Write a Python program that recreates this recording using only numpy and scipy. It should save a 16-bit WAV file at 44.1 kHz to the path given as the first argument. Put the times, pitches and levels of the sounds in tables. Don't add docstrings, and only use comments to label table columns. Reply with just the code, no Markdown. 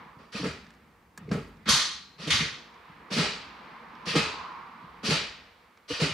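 import sys
import numpy as np
from scipy import signal
from scipy.fft import rfft, irfft, next_fast_len
from scipy.io import wavfile
from scipy.ndimage import uniform_filter1d

SR = 44100
rng = np.random.default_rng(int(sys.argv[2]) if len(sys.argv) > 2 else 0)


def nominal_scale(level):
    x = np.asarray(level, float) / 20
    return 10 ** x


def unload_wav(signal):
    wavfile.write(
        sys.argv[1],
        SR,
        np.round(np.clip(np.atleast_2d(signal).T, -1, 1) * 32767).astype(np.int16),
    )


N = 270333


def read(table, hz):
    at, value = np.transpose(table)
    return np.interp(np.log(np.maximum(hz, 1)), np.log(at), value)


def shape(x, gain):
    y = irfft(rfft(x) * gain(np.fft.rfftfreq(x.shape[-1], 1 / SR)), x.shape[-1])
    return y / np.sqrt(np.mean(y ** 2))


def colour(table):
    below = (table[0][0] / 2, table[0][1] - 30)
    above = (table[-1][0] * 2, table[-1][1] - 30)
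    ends = [below] + list(table) + [above]
    return lambda hz: nominal_scale(read(ends, hz))


# (frequency [Hz], correlation [0-1])
CHANNEL_LIKENESS = [(100, 0.99), (300, 0.93), (700, 0.73), (2000, 0.64), (5000, 0.6), (9000, 0.35),
                    (13000, 0.32)]


def pair(size, gain):
    like = np.clip(read(CHANNEL_LIKENESS, np.fft.rfftfreq(size, 1 / SR)), 0, 1)
    mid, side = rfft(rng.standard_normal((2, size)))
    mid = mid * np.sqrt(1 + like)
    side = side * np.sqrt(1 - like)
    return shape(irfft(np.array([mid + side, mid - side]), size), gain)


def steady(table):
    return pair(next_fast_len(N), colour(table))[:, :N]


def walk(rate):
    hold = int(SR / rate)
    levels = np.repeat(rng.standard_normal(N // hold + 1), hold)
    return 1.3 * uniform_filter1d(uniform_filter1d(levels, hold), hold)[:N]


def add(track, s, x):
    i = max(int(s * SR), 0)
    track[i:i + len(x)] += x[:len(track) - i]


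def ring(t, modes):
    return sum(nominal_scale(db) * np.sin(2 * np.pi * hz * t) * 1000 ** (-t / t60) for hz, db, t60 in modes)


def afterglow(events, t60):
    kicks = np.zeros(N)
    for s, db, *_ in events:
        kicks[int(s * SR)] += nominal_scale(2 * db)
    return signal.lfilter([1], [1, -1000 ** (-2 / (t60 * SR))], kicks)


# (frequency [Hz], density [dB per Hz])
HISS_COLOUR = [(2000, -20), (5000, 2.5), (12000, -2.5), (15500, 0.5)]


def hiss():
    return nominal_scale(-76.5) * steady(HISS_COLOUR)


# (time [s], tyre wash [dB], nearness [dB], left minus right [dB])
TRAFFIC_LEVELS = [(0.0, -48.5, -1.5, 0.5), (0.3, -62.5, 3, -6), (0.68, -58.5, -5, -2),
                  (1.07, -62, -4.5, -0.5), (1.55, -58.5, -4.5, -4), (2.05, -61, -2.5, 2),
                  (2.61, -53.5, -4, -1.5), (2.87, -51.5, 0.5, -1), (3.1, -51.5, -2, -2),
                  (3.46, -49, 0, -3.5), (3.67, -47, -1.5, 0), (3.95, -49.5, 2.5, -2.5), (4.3, -45, 4, -1.5),
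                  (4.5, -45, 6, -1.5), (4.74, -49.5, 4.5, -2), (4.95, -49.5, 0, -2), (5.5, -57, -5, -1.5),
                  (5.8, -60.5, -3.5, -2.5), (6.13, -56, -3.5, 0.5)]


def traffic():
    s, *controls = np.transpose(TRAFFIC_LEVELS)
    return [np.interp(np.arange(N) / SR, s, control) for control in controls]


# (frequency [Hz], density [dB per Hz])
CABIN_BOOM = [(90, -19.5), (150, 5.5), (230, 5.5), (310, -1.5), (480, -9.5), (700, -44)]
# (frequency [Hz], density [dB per Hz])
FLOOR_RUMBLE = [(25, -17), (45, -5), (65, -2.5), (100, -6.5), (140, -20)]
# (time [s], level [dB])
LOW_SWELL = [
    (0.9, -2.5),
    (2.4, -3.5),
    (3.5, -3.5),
    (3.95, -0.5),
    (5.0, -1.5),
    (5.7, -9),
]


def cabin_and_floor():
    tyre_db = traffic()[0]
    blows = GEAR_THUDS + GATE_THUDS + HAND_NUDGES
    low_swell_db = np.interp(np.arange(N) / SR, *np.transpose(LOW_SWELL))
    wash_db = 0.3 * (tyre_db - tyre_db.mean())
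    boom_power = nominal_scale(2 * (-59.5 + low_swell_db + wash_db)) + nominal_scale(2 * -29) * afterglow(blows, 0.97)
    rumble_power = nominal_scale(2 * (-66.5 + low_swell_db)) + nominal_scale(2 * -31.5) * afterglow(blows, 0.95)
    boom = steady(CABIN_BOOM) * np.sqrt(boom_power) * nominal_scale(1.8 * walk(13))
    rumble = steady(FLOOR_RUMBLE) * np.sqrt(rumble_power) * nominal_scale(2 * walk(38))
    return boom + rumble


# (frequency [Hz], density [dB per Hz])
TYRE_COLOUR = [(210, -38.5), (350, -11), (385, -19), (472, -7.5), (555, -15.5), (719, -11.5), (1020, -2),
               (1220, -5), (1420, -9.5), (2340, -13), (2540, -16.5), (4560, -26), (5670, -34.5),
               (9000, -61), (11700, -90), (19800, -120)]


def tyre_wash():
    tyre_db, near_db, pan_db = traffic()
    size = next_fast_len(N)
    road = rfft(pair(size, colour(TYRE_COLOUR)))
    centres_hz = [600, 1050, 1700, 3200]
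    band_db = [-0.5 * near_db, near_db, 0, -1 - 0.13 * near_db]
    tyres = 0
    for row, db in zip(np.eye(4), band_db):
        share = read(list(zip(centres_hz, row)), np.fft.rfftfreq(size, 1 / SR))
        tyres = tyres + irfft(road * share, size)[:, :N] * nominal_scale(db + walk(14))
    return tyres * nominal_scale(tyre_db + np.array([pan_db, -pan_db]) / 2)


# (frequency [Hz], density [dB per Hz])
FAR_WALL = [(500, -8), (1100, -1.5), (2300, -1), (4500, -6.5), (7000, -26)]


def far_end():
    return steady(FAR_WALL) * np.sqrt(afterglow(SEATING_CLACKS, 0.96)) * nominal_scale(-20.5)


# (time [s], peak [dB], ring [Hz], edge above 6 kHz [dB], decay [s])
LINKAGE_TICKS = [(0.6444, -51, 1780, -20, 0.03), (0.6658, -43, 1720, -12, 0.02),
                 (0.7045, -41.5, 1760, -7, 0.016), (0.738, -50, 1720, -9, 0.02),
                 (0.748, -54, 1720, -5, 0.02), (1.1753, -33.5, 1706, 2, 0.035),
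                 (1.2902, -44, 2170, -21.5, 0.045), (1.314, -29.5, 1600, -18, 0.05),
                 (1.57, -47, 1660, -11.5, 0.01), (1.658, -44, 1500, -1.5, 0.02),
                 (1.689, -30, 3400, 5, 0.071), (2.307, -27, 3400, -8.5, 0.04),
                 (2.7414, -48, 1660, -12, 0.021), (3.11, -36, 1500, -15, 0.03),
                 (3.9515, -44, 1680, -41, 0.022), (4.068, -37, 1300, -20.5, 0.033),
                 (5.773, -46, 2240, -14, 0.025)]


def linkage():
    t, out = np.arange(4096) / SR, np.zeros(N)
    for s, db, hz, edge_db, decay_s in LINKAGE_TICKS:
        spectrum = [(500, -4.5), (1200, 7.5), (3000, -2.0), (5500, -1.0),
                    (8000, edge_db), (11000, edge_db - 14.5), (15000, 2 * edge_db - 15)]
        crack = shape(rng.standard_normal(len(t)), colour(spectrum)) * 1000 ** (-t / decay_s)
        small_ring = ring(t, [(hz, 0, 0.85 * decay_s)]) * (1 - np.exp(-t / 0.00092))
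        tick = 0.62 * crack + 0.88 * small_ring
        add(out, s, nominal_scale(db) * tick * (1 - np.exp(-t / 0.00093)))
    return out


# (time [s], pitch [Hz], level [dB], t60 [s])
SINGING_PARTS = [(0.35, 2520, -39, 0.31), (.355, 4470, -40, .35), (1.28, 433, -39.5, 0.51),
                 (2.308, 3450, -21, 0.13), (2.31, 2130, -29, 0.5), (3.124, 4300, -36, 0.33),
                 (4.08, 4200, -38, 0.23), (4.076, 2700, -40, .3), (4.146, 480, -27, 0.12),
                 (4.153, 1290, -30.5, 0.62), (4.18, 2580, -29.5, 0.53), (4.17, 3500, -39, 0.22),
                 (4.215, 440, -40, 0.53), (1.7, 1070, -34.5, 0.45), (5.898, 2900, -35, .4),
                 (1.75, 4100, -31.5, 0.81), (6.008, 4400, -38, .3), (6.015, 2900, -35, 0.7)]


def singing():
    size = SR // 2
    t, out = np.arange(size) / SR, np.zeros((2, N))
    for s, hz, db, t60 in SINGING_PARTS:
        cluster = 0.7 * pair(size, lambda f: 1 / (1 + ((f - hz) / (40 + 0.034 * hz)) ** 4))
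        if hz < 3000:
            cluster = cluster + 0.45 * np.sin(2 * np.pi * hz * t)
        envelope = (1 - np.exp(-t / 0.004)) * 1000 ** (-t / t60)
        for track, x in zip(out, cluster):
            add(track, s, nominal_scale(db) * x * envelope)
    return out


# (frequency [Hz], level [dB], t60 [s])
FLOOR_PAN = [(46, -2.5, 0.17), (72.3, 5, 0.2), (103.4, 0, 0.33)]
CONSOLE_BODY = [(162.2, -8, 0.17), (231.3, -5.5, 0.12), (290, -5, 0.15)]
UPPER_PANELS = [(342, -11, 0.03), (440, -15, 0.1), (478.6, -16.5, 0.1), (566.7, -22.5, 0.16),
                (650, -28, 0.059), (814, -34, 0.081), (1088, -16.5, 0.04)]
# (time [s], peak [dB], ring [Hz], upper panels [dB], shake [ms])
GEAR_THUDS = [(0.346, -28.5, 206, 1, 19), (0.394, -31, 305, 4, 17), (0.408, -28, 165, -3, 12),
              (0.433, -21.5, 217, 5, 12), (0.457, -22, 175, 5, 12), (0.46, -27, 290, 0.5, 12),
              (0.476, -33, 130, 0, 12), (3.11, -27, 191, 2, 15), (3.135, -30, 170, -5, 16),
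              (3.162, -21.5, 240, -1, 11), (3.166, -25.5, 155, -2, 14), (3.18, -21.5, 255, 7, 10),
              (3.189, -18, 165, 0, 27), (3.226, -29, 219.5, 1, 8.3), (4.068, -28, 176.7, 2.5, 15),
              (4.076, -32.5, 480, 0, 11), (4.099, -32.5, 163, -2, 13), (4.14, -28.5, 192, 8, 7.8),
              (4.156, -19, 292, 12, 14.7), (4.158, -17.5, 157, -4, 25), (4.192, -27.5, 222, 4.5, 13.5),
              (5.036, -28.5, 205, 5, 17), (5.058, -31, 220, 1, 10), (5.082, -27, 290, 4, 6),
              (5.086, -21, 219, 6, 13), (5.11, -19, 156.3, 4, 31), (5.902, -26.5, 482, 3, 19),
              (5.904, -29, 290, -3, 13), (5.916, -37, 80, -5, 18), (5.996, -29.5, 480, 4, 14),
              (6.016, -24.5, 467, -4, 17), (6.016, -16, 155.3, 2.5, 26), (6.02, -27, 340, -2, 12),
              (6.036, -28, 270, 0, 12), (6.058, -30.5, 272, -3, 16), (6.088, -31.5, 160, 4, 18),
              (6.11, -31.5, 115, -5, 14)]
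# (time [s], peak [dB], ring [Hz], upper panels [dB], shake [ms])
GATE_THUDS = [(1.207, -37, 200, -12, 8), (1.252, -37, 138, -3, 14), (1.222, -37, 170, -12, 8),
              (1.24, -40, 170, -12, 6), (1.281, -30, 190, -14, 8), (1.298, -26, 150, -14, 12),
              (1.311, -25, 270, -1, 7), (1.314, -16, 195, -2, 12), (1.33, -28, 150, -3, 8),
              (1.343, -25, 128.6, -5, 12), (1.352, -22.5, 178, 6, 11), (1.358, -33, 258, -3, 11),
              (1.373, -31, 431, 2, 16), (1.372, -29, 140, -3, 12), (1.392, -37, 125, -6.5, 16),
              (1.663, -27, 205, -16, 8), (1.682, -19.5, 215, 2.5, 15), (1.695, -28.5, 85, -8.5, 16),
              (1.727, -26.5, 148, -10, 14), (1.756, -32.5, 150, -2, 10), (2.192, -38, 170, -5, 20),
              (2.232, -35, 212, -9, 16), (2.264, -28.5, 298, 2, 28), (2.27, -26, 158, 5, 41),
              (2.308, -33, 90.7, -4, 14), (2.335, -26, 105, -1, 14), (2.345, -33, 204, 4, 12),
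              (2.38, -32.5, 101, -3, 16), (2.402, -28.5, 227, -7, 16), (2.405, -25, 160, -9, 25),
              (2.452, -35, 145, 5, 15)]
# (time [s], peak [dB], ring [Hz])
HAND_NUDGES = [(0.009, -44, 217), (0.058, -43, 190), (0.165, -41, 150), (0.198, -42.5, 229),
               (0.497, -38.5, 146), (1.181, -38.5, 174.6), (0.676, -42, 166), (1.467, -55, 140),
               (1.57, -44, 152), (2.519, -45.5, 133), (2.893, -42.5, 166), (3.001, -60.5, 162),
               (3.285, -36, 170), (3.593, -48, 223), (3.813, -47.5, 227), (4.228, -34, 151),
               (4.259, -38, 302), (4.33, -40, 304), (4.685, -48, 240.5), (4.837, -40, 168),
               (5.179, -32, 144), (5.227, -45, 189), (5.159, -34, 170), (5.21, -36, 141)]


def console():
    t, out = np.arange(SR // 3) / SR, np.zeros(N)
    thuds = [(*row, 1) for row in GEAR_THUDS] + [(*row, 4.5) for row in GATE_THUDS]
    thuds = thuds + [(*row, -4.5, 8.5, 2) for row in HAND_NUDGES]
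    mount = signal.butter(3, 115, "high", fs=SR, output="sos")
    body = signal.sosfilt(mount, ring(t, CONSOLE_BODY))
    panels = signal.sosfilt(mount, ring(t, UPPER_PANELS))
    pan = ring(t, FLOOR_PAN) * (1 - np.exp(-t / 0.01))
    for s, db, hz, panels_db, shake_ms, pan_db in thuds:
        struck = ring(t, [(hz, 0, 0.4)]) * (1 - np.exp(-(t / 0.0047) ** 2))
        struck = struck * np.exp(-np.maximum(t - shake_ms / 1000, 0) / 0.009)
        add(out, s, struck * nominal_scale(db - 2.0))
        u = t[:2048] / (0.6 * shake_ms / 1000)
        push = u * np.exp(-2 * u) * uniform_filter1d(rng.standard_normal(2048), size=12)
        floor_db = pan_db - 0.27 * panels_db - 28
        for part, part_db in [(body, -14), (panels, panels_db - 10.5), (pan, floor_db)]:
            blow = signal.fftconvolve(part, push)
            add(out, s - 0.00395, blow * nominal_scale(db + part_db) / np.abs(blow).max())
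    return out


# (frequency [Hz], t60 [s])
GARAGE_ECHO = [(400, 0.42), (1000, 0.48), (2500, 0.52), (5000, 0.48), (9000, 0.39), (14000, 0.19)]


def gearbox(clacks, steel, resonances, hold_s, edge_db, edge_per_casing):
    size = next_fast_len(N)
    t, freq = np.arange(SR) / SR, np.fft.rfftfreq(size, 1 / SR)
    rings = 1 + sum(nominal_scale(db) / (1 + (2 * (freq - hz) / width) ** 2) for hz, width, db in resonances)
    echoes = rfft(pair(size, lambda f: colour(steel)(f) * rings))
    streaks = rng.standard_normal(SR // 80 + 2)
    echoes = echoes * nominal_scale(2.5 * np.interp(freq / 40, np.arange(len(streaks)), streaks))
    fall = np.sqrt(t ** 2 + hold_s ** 2) - hold_s
    strike = 1 + nominal_scale(-4) * np.exp(-t / 0.0051)
    out = 0
    for hz in 250 * 2 ** np.arange(0, 6.5, 0.5):
        window = np.sqrt(np.clip(1 - 2 * np.abs(np.log2(np.maximum(freq, 1) / hz)), 0, 1))
        band = irfft(echoes * window, size)[:, :N]
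        tail = (strike * 1000 ** (-fall / read(GARAGE_ECHO, hz))) ** 2
        power = np.zeros(N)
        for s, db, casing_db, fork_db, swell_ms in clacks:
            swell = swell_ms / 1000
            rise = (1 - np.exp(-t / swell)) ** 4
            tilt = [(1000, casing_db), (2300, fork_db), (4300, 0),
                    (9000, edge_db + edge_per_casing * casing_db)]
            add(power, s - swell / 2, tail * rise * nominal_scale(db - 6 + read(tilt, hz)) ** 2)
        out = out + band * np.sqrt(power) * nominal_scale(walk(150))
    return out


# (time [s], level [dB], casing near 1 kHz [dB], fork near 2.3 kHz [dB], swell [ms])
RELEASE_CLACKS = [(0.1844, -58.5, 19.5, 1.5, 5.8), (0.3223, -35.5, 2.5, -2.5, 9.1),
                  (0.353, -32.5, 4.5, -6, 9.2), (1.175, -64, 22.5, 9, 3.5), (2.1844, -38, 8, -4.5, 15.4),
                  (2.2074, -32, 1, -4, 34), (3.104, -33.5, 10, -7, 5.4), (3.1183, -23.5, -18.5, -4.5, 8.63),
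                  (4.0564, -29, 4.5, -5, 9.7), (4.0791, -26.5, -4, -1.5, 5.7),
                  (5.0322, -28.5, 7.5, -3.5, 12), (5.0455, -21, -12, -12.5, 11), (5.885, -27.5, 0, -6, 18),
                  (5.91, -28, 0.5, -2, 34)]
# (frequency [Hz], density [dB per Hz])
RELEASE_COLOUR = [(240, -32), (400, -5), (511, -7), (834, -14.5), (1080, -5), (1610, -4), (2190, 1),
                  (2840, 0.5), (3300, -4), (4560, -3), (6000, -15), (10300, -26.5), (15500, -48)]
# (frequency [Hz], width [Hz], level [dB])
RELEASE_MODES = [(2940, 140, -11.5), (4620, 180, -10), (5600, 390, 3), (9000, 300, -6)]


def release():
    return gearbox(RELEASE_CLACKS, RELEASE_COLOUR, RELEASE_MODES, 0.09, 1.0, -0.026)


# (time [s], level [dB], casing [dB], fork [dB], swell [ms])
REVERSE_CLACKS = [
    (1.658, -34.5, 14.5, 8, 9.4),
    (1.676, -20, 8, -3.5, 7),
    (1.688, -16, -1.5, -8.5, 1.4),
    (1.745, -23.5, 4.5, -4, 12),
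    (2.272, -34.5, -1, 10.5, 3.7),
    (2.303, -20, 3, 2, 2.2),
]
# (frequency [Hz], density [dB per Hz])
REVERSE_COLOUR = [(240, -27), (400, -16), (749, -16.5), (1130, -6), (1400, -5), (1710, -1.5), (2790, -1.5),
                  (4350, -1), (6190, -5.5), (7100, -11), (10400, -19), (12700, -29), (15500, -56.5)]
# (frequency [Hz], width [Hz], level [dB])
REVERSE_MODES = [(1140, 130, -14), (1980, 130, -5.5), (3450, 510, -5), (3930, 180, -6), (4450, 190, -5),
                 (6100, 450, -7.5)]


def reverse():
    return gearbox(REVERSE_CLACKS, REVERSE_COLOUR, REVERSE_MODES, 0.09, 2.5, -1.14)


# (time [s], level [dB], casing [dB], fork [dB], swell [ms])
SEATING_CLACKS = [(0.4374, -38.5, 12.5, 8.5, 4.9), (0.462, -35.5, 1, -24, 3), (1.2895, -56, 0, 8, 9.9),
                  (1.3124, -39.5, 16, 2.5, 5.6), (2.3974, -39, 7.5, 16, 2.1), (3.1644, -20, 1.5, -4, 14),
                  (3.188, -13, -2.5, -7, 40), (4.1524, -18.5, 1, -3.5, 7.5), (4.172, -14, 0, -7, 76),
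                  (5.098, -19, 1, -3, 8.5), (5.1224, -18.5, -7.5, -2, 24), (5.9983, -19.5, 0.5, -5.5, 13.4),
                  (6.0244, -24.5, -0.5, -5, 8), (6.0894, -30.5, -9, -2, 9.2)]
# (frequency [Hz], density [dB per Hz])
SEATING_COLOUR = [(240, -17), (400, 3.5), (653, -7.5), (1030, -7.5), (1300, -2), (1630, -2.5), (2590, 0.5),
                  (3300, -3), (4630, -3), (6380, -13), (9210, -20), (11800, -28), (15500, -60)]
# (frequency [Hz], width [Hz], level [dB])
SEATING_MODES = [(1290, 29, -15), (2094, 73, -8), (2580, 49, -14), (3920, 88, -4.5), (4910, 150, -13),
                 (8100, 330, -6.5)]


def seating():
    return gearbox(SEATING_CLACKS, SEATING_COLOUR, SEATING_MODES, 0.0071, -0.5, 0.5)


def scene():
    background = hiss() + cabin_and_floor() + tyre_wash() + far_end()
    close = linkage() + singing() + console()
    pan_db = -0.35
    clacks = (release() + reverse() + seating()) * nominal_scale(np.array([[pan_db], [-pan_db]]) / 2)
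    return background + close + clacks


def low_pass(x):
    return signal.sosfilt(signal.butter(12, 15500, fs=SR, output="sos"), x)


def record(dry):
    top_cut = signal.ellip(8, 0.2, 60, 15600, fs=SR, output="sos")
    bass_cut = signal.butter(3, 45, "high", fs=SR, output="sos")
    mix = signal.sosfilt(bass_cut, signal.sosfilt(top_cut, dry))
    return low_pass(mix)


dry = scene()
out = record(dry)
unload_wav(out)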